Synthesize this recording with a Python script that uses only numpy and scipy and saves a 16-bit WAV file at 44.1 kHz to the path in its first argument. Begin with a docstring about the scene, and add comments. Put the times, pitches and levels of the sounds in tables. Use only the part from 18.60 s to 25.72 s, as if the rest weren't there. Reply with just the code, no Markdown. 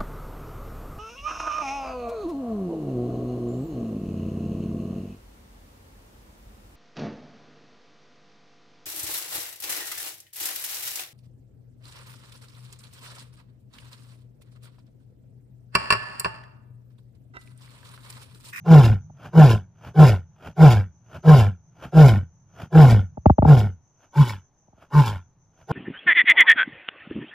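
"""In the bush at night a male lion, close by, ends a roar with a run of deep grunts that slow and weaken.
Each grunt is a falling, almost pure chest tone (a sine) with rough overtones and rushing air (shaped noise).
He gasps between most of them: noise drawn in through the throat, with a low flutter of the loose folds.
Dull knocks on the microphone are short, ringing sines. Insects trill far off over a low rumble, both made
of filtered noise, and the bush returns a faint echo made by scattered noise."""
import sys
import numpy as np
from scipy import signal
from scipy.fft import rfft, irfft
from scipy.io import wavfile
from scipy.ndimage import uniform_filter1d, minimum_filter1d

SR = 44100
rng = np.random.default_rng(int(sys.argv[2]) if len(sys.argv) > 2 else 0)


def generate_wav(sig):
    """Save sig (samples, or channels by samples) to the path in sys.argv[1] as 16-bit PCM at SR."""
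    pcm = np.round(np.clip(np.atleast_2d(sig).T, -1, 1) * 32767).astype(np.int16)
    wavfile.write(sys.argv[1], SR, pcm)


N = 313992
TIME = np.arange(N) / SR   # seconds
FREQS = np.maximum(np.arange(N // 2 + 1) * SR / N, 1)   # Hz


def from_db(db):
    """Turn decibels into a gain."""
    return 10 ** (np.asarray(db) / 20)


def rms_one(x):
    """Scale to an rms (average strength) of 1."""
    return x / np.sqrt(np.mean(x ** 2) + 1e-20)


def at_freqs(points):
    """Join a table of values over Hz by straight lines on a log frequency axis."""
    hz, value = np.transpose(points)
    return np.interp(np.log(FREQS), np.log(hz), value)


def coloured(x, spectrum):
    """Weight the frequencies of x by a smooth curve in dB, then scale to rms 1."""
    return rms_one(irfft(rfft(x) * from_db(at_freqs(spectrum)), N))


def band(x, low_hz, high_hz, order=2):
    """Keep the frequencies between two limits with a Butterworth filter."""
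    edges = [low_hz, min(high_hz, .45 * SR)]
    return signal.sosfilt(signal.butter(order, edges, "band", fs=SR, output="sos"), x)


def drift(rate):
    """Wander smoothly at random, with about `rate` turns a second and a spread of 1."""
    return rms_one(irfft(rfft(rng.standard_normal(N)) / (1 + (FREQS / rate) ** 2), N))


def evened(x):
    """Hold the short-term rms at 1, so that effort alone sets the level."""
    return x / np.sqrt(np.maximum(uniform_filter1d(x * x, size=1500), 1e-12))


def turbulence(phase, depth, flutter_db):
    """Air noise let through in one puff a cycle, the puffs of uneven strength."""
    puffs = (1 + np.clip(depth, 0, 1) * np.cos(phase)) ** 2
    return rms_one(rng.standard_normal(N) * puffs * from_db(flutter_db * drift(70)))


def nearest_event(rows, lead_s):
    """For each moment, the time since the current event (it takes over lead_s early) and its other columns."""
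    s, *columns = np.transpose(rows)
    current = np.maximum(np.searchsorted(s - lead_s, TIME) - 1, 0)
    return [TIME - s[current]] + [c[current] for c in columns]


def night(hush_db=-68, insect_db=-72, insect_hz=6170):
    """Hush of the open bush, a low rumble and a narrow, wavering trill of far insects, all filtered noise."""
    # Tone of the hush. Each row: frequency in Hz, relative strength in dB per Hz.
    hush_colour = [(25, -2), (60, -1), (130, -5), (250, -6.5), (500, -13.5), (850, -10), (1300, -19.5),
                   (3000, -32), (8000, -41), (15000, -55)]
    # Loudness of the low, distant rumble. Each row: time in seconds, level in dB.
    rumble_levels = [(0, -46), (1.8, -57.5), (3.9, -58), (4.6, -53), (5.3, -78), (6.0, -75), (6.7, -60),
                     (7.1, -72)]
    # noise shared by both sides plus a little for each side alone
    hush_noise = rng.standard_normal(N) + 0.37 * rng.standard_normal((2, N))
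    hush = from_db(hush_db) * coloured(hush_noise, hush_colour)
    rumble_db = np.interp(TIME, *np.transpose(rumble_levels))
    rumble = from_db(rumble_db) * rms_one(band(rng.standard_normal(N), 95, 175, order=4))
    trill = rms_one(band(rng.standard_normal((2, N)), insect_hz - 220, insect_hz + 220))
    waver = from_db(3.2 * drift(6.5))
    return hush + rumble + from_db(insect_db) * trill * waver


def bush(x, apart=.35):
    """Near grass scatters the treble differently to each side; far trees return a faint echo."""
    # The echo. Each row: low limit in Hz, high limit in Hz, level in dB, time to fade by 60 dB in seconds.
    echo_bands = [(60, 120, -39.5, 1), (220, 2100, -34, 0.2), (1200, 9000, -31, 0.14)]
    t = np.arange(SR) / SR
    near = band(rng.standard_normal((2, len(t))), 4000, 11000) * np.exp(-t / .014)
    response = from_db(-7) * near / np.linalg.norm(near)
    for low_hz, high_hz, db, t60 in echo_bands:
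        # apart sets how much the two sides differ
        noise = rng.standard_normal(len(t)) + apart * rng.standard_normal((2, len(t)))
        scatter = band(noise, low_hz, high_hz)
        fade = from_db(-60 * t / t60) * (1 - np.exp(-t / 0.083))   # builds up, then dies away
        response = response + from_db(db) * scatter * fade / np.linalg.norm(fade)
    return signal.fftconvolve(x[None], response, axes=1)[:, :N]


def knocks(extra_hz=700, end_hz=68, sink_s=0.005, thud_s=0.027, thud_db=-6, tick_db=-30,
           rise_s=.001, port_lag_s=.0002):
    """A bump rings the case briefly, reaching the left port later; a slower thud sinks in pitch to end_hz."""
    # The bumps. Each row: time in seconds, strength in dB.
    bumps = [(0.499, -40), (4.573, -22), (4.6585, 3), (4.698, 1), (4.7835, -2), (4.8229, -2.5),
             (4.850, -3.5), (4.965, -15.5), (6.081, -46), (6.129, -45), (6.177, -46)]
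    # What the bumped case rings with. Each row: frequency in Hz, typical level in dB, ring time in seconds.
    case_modes = [(418, -6, .005), (630, -8, .0065), (806, -4, 0.0054), (1044, -13, 0.0034)]
    # one row of time for each port, the left one late
    t = np.maximum(np.arange(SR // 8) / SR - port_lag_s * np.array([[1], [0]]), 0)
    size = t.shape[1]
    phase = 2 * np.pi * (end_hz * t + extra_hz * sink_s * (1 - np.exp(-t / sink_s)))
    thud_shape = np.exp(-(t / thud_s) ** 2) * (1 - np.exp(-t / 0.0023))
    thud = from_db(thud_db) * np.sin(phase) * thud_shape
    soft_contact = 1 - np.exp(-(t / rise_s) ** 2)
    # random change in dB for each bump, each mode and each port
    strengths = rng.normal(0, 2.2, (len(bumps), len(case_modes), 2, 1))
    out = np.zeros((2, N + size))
    for (s, bump_db), extra_db in zip(bumps, strengths):
        case = 0
        for (hz, db, ring_s), extra in zip(case_modes, extra_db):
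            case = case + from_db(db + extra) * np.sin(2 * np.pi * hz * t) * np.exp(-(t / ring_s) ** 2)
        # bump_db counts here and again below, so harder bumps are brighter
        tick_noise = rms_one(band(rng.standard_normal(t.shape), 800, 1900))
        tick = from_db(tick_db + bump_db) * tick_noise * np.exp(-t / 0.0025)
        at = round(s * SR)
        out[:, at:at + size] += from_db(bump_db) * soft_contact * (thud + case + tick)
    return out[:, :N]


def gasp_swell(t, rise_db_per_s=290, fall_db_per_s=440):
    """Level in dB around the peak of a gasp: a steady rise, a quicker fall."""
    return np.minimum(rise_db_per_s * t, -fall_db_per_s * t)


def gasps(flutter_hz=75, flutter_lag_s=.018, stop_s=.064):
    """Air is drawn back through the throat and sets the loose folds fluttering a little after its peak."""
    # The gasps. Each row: time of the peak in seconds, air level in dB, level of the folds' flutter in dB.
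    gasp_rows = [(.660, -39, -39), (1.273, -39.5, -36), (1.870, -37.5, -36), (2.556, -40, -36),
                 (3.248, -39, -36), (4.020, -36.5, -34.5), (5.440, -55, -75), (6.230, -50.5, -58),
                 (7.014, -54, -54)]
    # Tone of the gasped air. Each row: frequency in Hz, relative strength in dB per Hz.
    gasp_colour = [(150, -38), (250, -8), (550, -8.5), (641, -3.5), (1170, -12.5), (1390, -6),
                   (2020, -23.5), (2280, -18.5), (3270, -19.5), (3940, -34), (4840, -30), (7820, -37.5),
                   (8670, -42), (11800, -38), (15000, -47.5)]
    t, air_db, flutter_db = nearest_event(gasp_rows, lead_s=.3)
    gate = uniform_filter1d((t < stop_s) * 1., size=400)   # the intake stops
    phase = 2 * np.pi * np.cumsum(flutter_hz * (1 + .15 * drift(42))) / SR
    air = coloured(turbulence(phase, depth=0.13, flutter_db=2.0), gasp_colour)
    flutter = evened(band(turbulence(phase, depth=.6, flutter_db=1.5), 65, 180, order=3))
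    air_gain = from_db(air_db + gasp_swell(t))
    flutter_gain = from_db(flutter_db + gasp_swell(t - flutter_lag_s))
    return gate * (air_gain * air + flutter_gain * flutter)


def grunt_controls():
    """Each grunt swells, sinks as the folds slacken, ends in a huff and trails off: pitch in Hz, 5 levels in dB."""
    # The grunts. Each row: start in seconds; then, in seconds after it, when the folds catch, the folds
    # slacken, the breath gives out and the throat closes; then top pitch in Hz and the adjustments in dB
    # of the chest tone, the chest tone once slack, the throat and the breath.
    grunt_rows = [ (0.063, .044, .144, .193, .272, 163, -0.3, 1, -1.5, -1.3),
                  (0.741, .035, .121, .175, .208, 160, 0.5, -1.2, 0, 0),
                  (1.360, .030, .094, .130, .185, 155, 1, -1.4, 0.6, 1),
                  (1.978, .028, .110, .148, .225, 158.5, 0, 0, 0, 0.8),
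                  (2.647, .029, .115, .157, .226, 157.5, 0.6, -0.6, 0, 0),
                  (3.335, .033, .134, .160, .243, 158, -0.2, 0.8, -0.3, 0),
                  (4.127, .022, .130, .188, .272, 159, -0.2, 3, -0.5, -1),
                  (4.846, .029, .103, .152, .222, 151, 0, -1.8, -4.3, -5.6),
                  (5.542, .015, .095, .158, .203, 148, -0.5, -15.5, -11.5, -4.4),
                  (6.321, .012, .103, .162, .247, 149, -2.8, -9.5, -6.2, -3.6),
                  (7.094, .014, .103, .160, .230, 146, -5, -8, -2, -1)]
    # How each layer follows a grunt. Columns: peak in dB, depth below it at the start in dB, attack in
    # seconds, jump as the folds catch in dB, lift at the hardest push in dB, change as the folds slacken
    # in dB, lift of the last huff in dB, fade once the breath gives out in dB per second.
    chest_layer, throat_layer = (-3.6, 27, .018, 3, 0, -10.8, .8, 50), (-17.7, 10, .015, 6.5, 2.6, -8.3, 1.2, 165)
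    rasp_layer, scrape_layer, rush_layer = (-29.8, 10, .016, 7, 2, -6.7, 3.5, 80), (-36, 19, .032, 3.5, 2.2, -3.3, 5.5, 132), (-38.8, 18, .028, 3.5, 1.2, -4,
                                                                          6.5, 200)
    catch_takes_s, slacken_takes_s = .002, .016   # how quickly the folds begin to clap, and slacken
    push_s, push_width_s = .075, .024   # the hardest push
    huff_early_s, huff_width_s = .005, .02   # the last huff, just before the breath gives out
    pitch_hold_s, rest_hz = .06, 62   # the pitch holds, then sinks towards that of the resting folds
    pitch_sag, slack_drop = .68, .18   # e-foldings of that fall per breath; share lost on slackening
    weak_late_s_per_db = .0019   # in a weak grunt the chest tone starts late
    close_db_per_s = 250   # the voice dies as the throat closes

    (t, catch_s, tight_s, breath_s, close_s, top_hz, chest_db, slack_chest_db,
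     throat_db, breath_db) = nearest_event(grunt_rows, lead_s=.1)
    uncaught = .5 - .5 * np.tanh((t - catch_s) / catch_takes_s)
    push = np.exp(-((t - push_s) / push_width_s) ** 2)
    slackened = .5 + .5 * np.tanh((t - tight_s) / slacken_takes_s)
    huff = np.exp(-((t - breath_s + huff_early_s) / huff_width_s) ** 2)
    spent_s = np.maximum(t - breath_s, 0)
    closed_db = close_db_per_s * np.maximum(t - close_s, 0)
    sag = np.exp(-pitch_sag * np.maximum(t - pitch_hold_s, 0) / breath_s)
    pitch = rest_hz + (top_hz - rest_hz) * sag * (1 - slack_drop * slackened)

    def level(layer, late_s=0):
        """Follow the grunt with one layer's settings and give its level in dB."""
        peak_db, start_db, attack_s, catch_db, push_db, slack_db, huff_db, fade = layer
        attack = start_db * np.exp((late_s - t) / attack_s) + catch_db * uncaught
        lift = push_db * push + slack_db * slackened + huff_db * huff
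        return peak_db - attack + lift - fade * spent_s - closed_db

    chest = level(chest_layer, late_s=-weak_late_s_per_db * throat_db)
    chest = chest + chest_db + slack_chest_db * slackened
    throat = level(throat_layer) + throat_db
    rasp = level(rasp_layer) + (throat_db + breath_db) / 2
    return pitch, chest, throat, rasp, level(scrape_layer) + breath_db, level(rush_layer) + breath_db


def resonate(x, modes, wander_db=0):
    """Parallel resonances with alternating signs; each swells and fades as tongue and jaw move."""
    out = 0
    for k, (hz, width, db) in enumerate(modes):
        r = np.exp(-np.pi * width / SR)
        poles = [1, -2 * r * np.cos(2 * np.pi * hz / SR), r * r]
        gain = (-1) ** k * from_db(db + wander_db * drift(17)) * (1 - r * r) / 2
        out = out + gain * signal.lfilter([1, 0, -1], poles, x)
    return out


def windpipe(x, round_trip_s=.0028, stretch=.04, reflection=.5):
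    """Sound runs up and down a tube of changing length, which gives it narrow, moving peaks."""
    lag = SR * round_trip_s * (1 + stretch * drift(6.6))
    n = np.arange(N)
    out = 0
    for k in range(4):
        heard_from = np.clip(n - np.round(k * lag).astype(int), 0, N - 1)
        out = out + np.clip(reflection, 0, .8) ** k * x[heard_from]
    return rms_one(out)


def rushing_air(phase):
    """Breath noise, gently pulsed by the folds, is coloured by the windpipe."""
    # Tone of the rushing air. Each row: frequency in Hz, relative strength in dB per Hz.
    air_colour = [(2800, -23), (3600, .5), (4000, -3.5), (4350, -6), (4850, -2), (5400, -2.5), (6000, -9.5),
                  (7700, -7), (9000, -14.5), (10200, -12), (12000, -11.2), (14000, -23), (15700, -20)]
    air = windpipe(turbulence(phase, depth=.25, flutter_db=1.4), stretch=.035, reflection=.5)
    return rms_one(band(coloured(air, air_colour), 1800, 18000))


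def rasp_and_scrape(phase, pulses, slack):
    """The mouth rings with fold pulses and rough air, giving a low rasp and a high scrape."""
    # Resonances of the mouth. Each row: frequency in Hz, width in Hz, relative level in dB.
    mouth_modes = [(1370, 170, 4), (1600, 120, 2.5), (1770, 90, -6), (2280, 140, -1.5), (2735, 120, -5),
                   (3000, 90, -3), (3400, 300, -7.5), (3680, 60, -15)]
    # slack folds rattle the air stream more coarsely
    rattle = turbulence(phase, depth=.5, flutter_db=1.8 + 1.4 * slack)
    source = .3 * pulses + windpipe(band(rattle, 900, 4200), reflection=0.44)
    mouth = resonate(source, mouth_modes, wander_db=2.5)
    rasp = evened(band(mouth, 1230, 1880, order=3))
    scrape = evened(band(mouth, 2020, 3650, order=3))
    return rasp, scrape


def throat_growl(phase, pulses, closing, slack):
    """Fold pulses and rough air ring the long throat, whose resonances change as the jaw half shuts."""
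    # Resonances of the throat. Each row: frequency in Hz, width in Hz, relative level in dB.
    wide_modes, narrow_modes = [(340, 47, 0), (394, 59, 1.5), (470, 85, 1.8), (570, 160, -2.5),
                                (745, 105, 1), (895, 160, -7), (1036, 45, -1)], [(270, 80, -12.5), (390, 110, -15), (560, 70, -8),
                                                  (760, 80, -7), (870, 80, 0), (1045, 80, 1.5)]
    # How far the jaw shuts. Each row: time in seconds, position (0 = wide, 1 = half shut).
    jaw_path = [(4.1, 0), (4.9, .15), (5.5, .82), (6.7, .85), (7.05, .4)]
    rough = .6 + .4 * slack
    source = pulses + rough * rms_one(band(turbulence(phase, depth=.45, flutter_db=2.5), 150, 3600))
    source = source / np.hypot(closing, rough)
    narrow = np.clip(np.interp(TIME, *np.transpose(jaw_path)), 0, 1)
    wide_sound = (1 - narrow) * resonate(source, wide_modes, wander_db=2.0)
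    narrow_sound = narrow * resonate(source, narrow_modes, wander_db=1.5)
    return evened(band(wide_sound + narrow_sound, 140, 1120, order=4))


def chest_tone(phase, slack, octave_db=-17):
    """Heavy vocal folds swing almost as a sine, with a low rumble of pulsed air."""
    shimmer_db = .3 + 1.4 * slack   # unsteadiness of the loudness
    rumble = rms_one(band(turbulence(phase, depth=.3, flutter_db=1.0), 47, 220, order=5))
    # slack folds swing lopsidedly, which adds an unsteady octave
    octave = slack * from_db(octave_db + 1.7 * drift(25)) * np.sin(2 * phase)
    tone = np.sqrt(2) * (np.sin(phase) + octave) * from_db(shimmer_db * drift(60))
    return tone + from_db(-23 + 6 * slack) * rumble


def grunts(slack_hz=108, tight_hz=150, full_voice_db=11):
    """As the pitch sinks the vocal folds slacken and beat unevenly; they drive five layers of sound."""
    pitch, chest_db, throat_db, rasp_db, scrape_db, air_db = grunt_controls()
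    slack = np.clip((tight_hz - pitch) / (tight_hz - slack_hz), 0, 1)   # 0 = tight, 1 = slack
    jitter = .011 + .035 * slack   # unsteadiness of the pitch, as a share of it
    phase = 2 * np.pi * np.cumsum(pitch * (1 + jitter * drift(60))) / SR
    # the folds clap shut only when they swing wide, so each grunt begins as bare air
    closing = np.clip((chest_db - throat_db) / full_voice_db, 0, 1) ** 2
    overtones = sum(np.cos(k * phase) for k in range(2, 24))
    pulses = closing * rms_one(overtones * from_db(2.0 * drift(90)))
    rasp, scrape = rasp_and_scrape(phase, pulses, slack)
    # each layer follows its own level
    voice = from_db(chest_db) * chest_tone(phase, slack)
    voice = voice + from_db(throat_db) * throat_growl(phase, pulses, closing, slack)
    voice = voice + from_db(rasp_db) * rasp + from_db(scrape_db) * scrape
    return voice + from_db(air_db) * rushing_air(phase)


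def scene():
    """Add up the lion straight ahead, his echo, the knocks and the night."""
    lion = grunts() + gasps()
    return lion + bush(lion) + knocks() + night()


def record(dry, ceiling=0.97, cutoff_hz=15700):
    """Two ports hear each pitch at shifted phases; a fast limiter holds the peaks; the top is cut."""
    # Lead of the left port over the right. Each row: frequency in Hz, phase in radians.
    port_phase = [(20, -.24), (190, -.24), (300, 0), (450, -.25), (620, .5), (1050, -.5), (1300, 0),
                  (2000, 0), (3000, .6), (5200, .5), (5800, -1.6), (6800, -.6), (7700, -2.5),
                  (12600, -6.28)]
    fade_out = np.minimum(1, (TIME[-1] - TIME) / .004)
    # half of the lead goes to each side
    shift = np.exp(.5j * at_freqs(port_phase) * np.array([[1], [-1]]))
    x = irfft(rfft(dry * fade_out) * shift, N)
    allowed = np.minimum(1, ceiling / (np.abs(x).max(axis=0) + 1e-9))
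    x = x * uniform_filter1d(minimum_filter1d(allowed, size=121), size=121)
    return signal.sosfilt(signal.ellip(10, .2, 80, cutoff_hz, fs=SR, output="sos"), x)


dry = scene()
out = record(dry)
generate_wav(out)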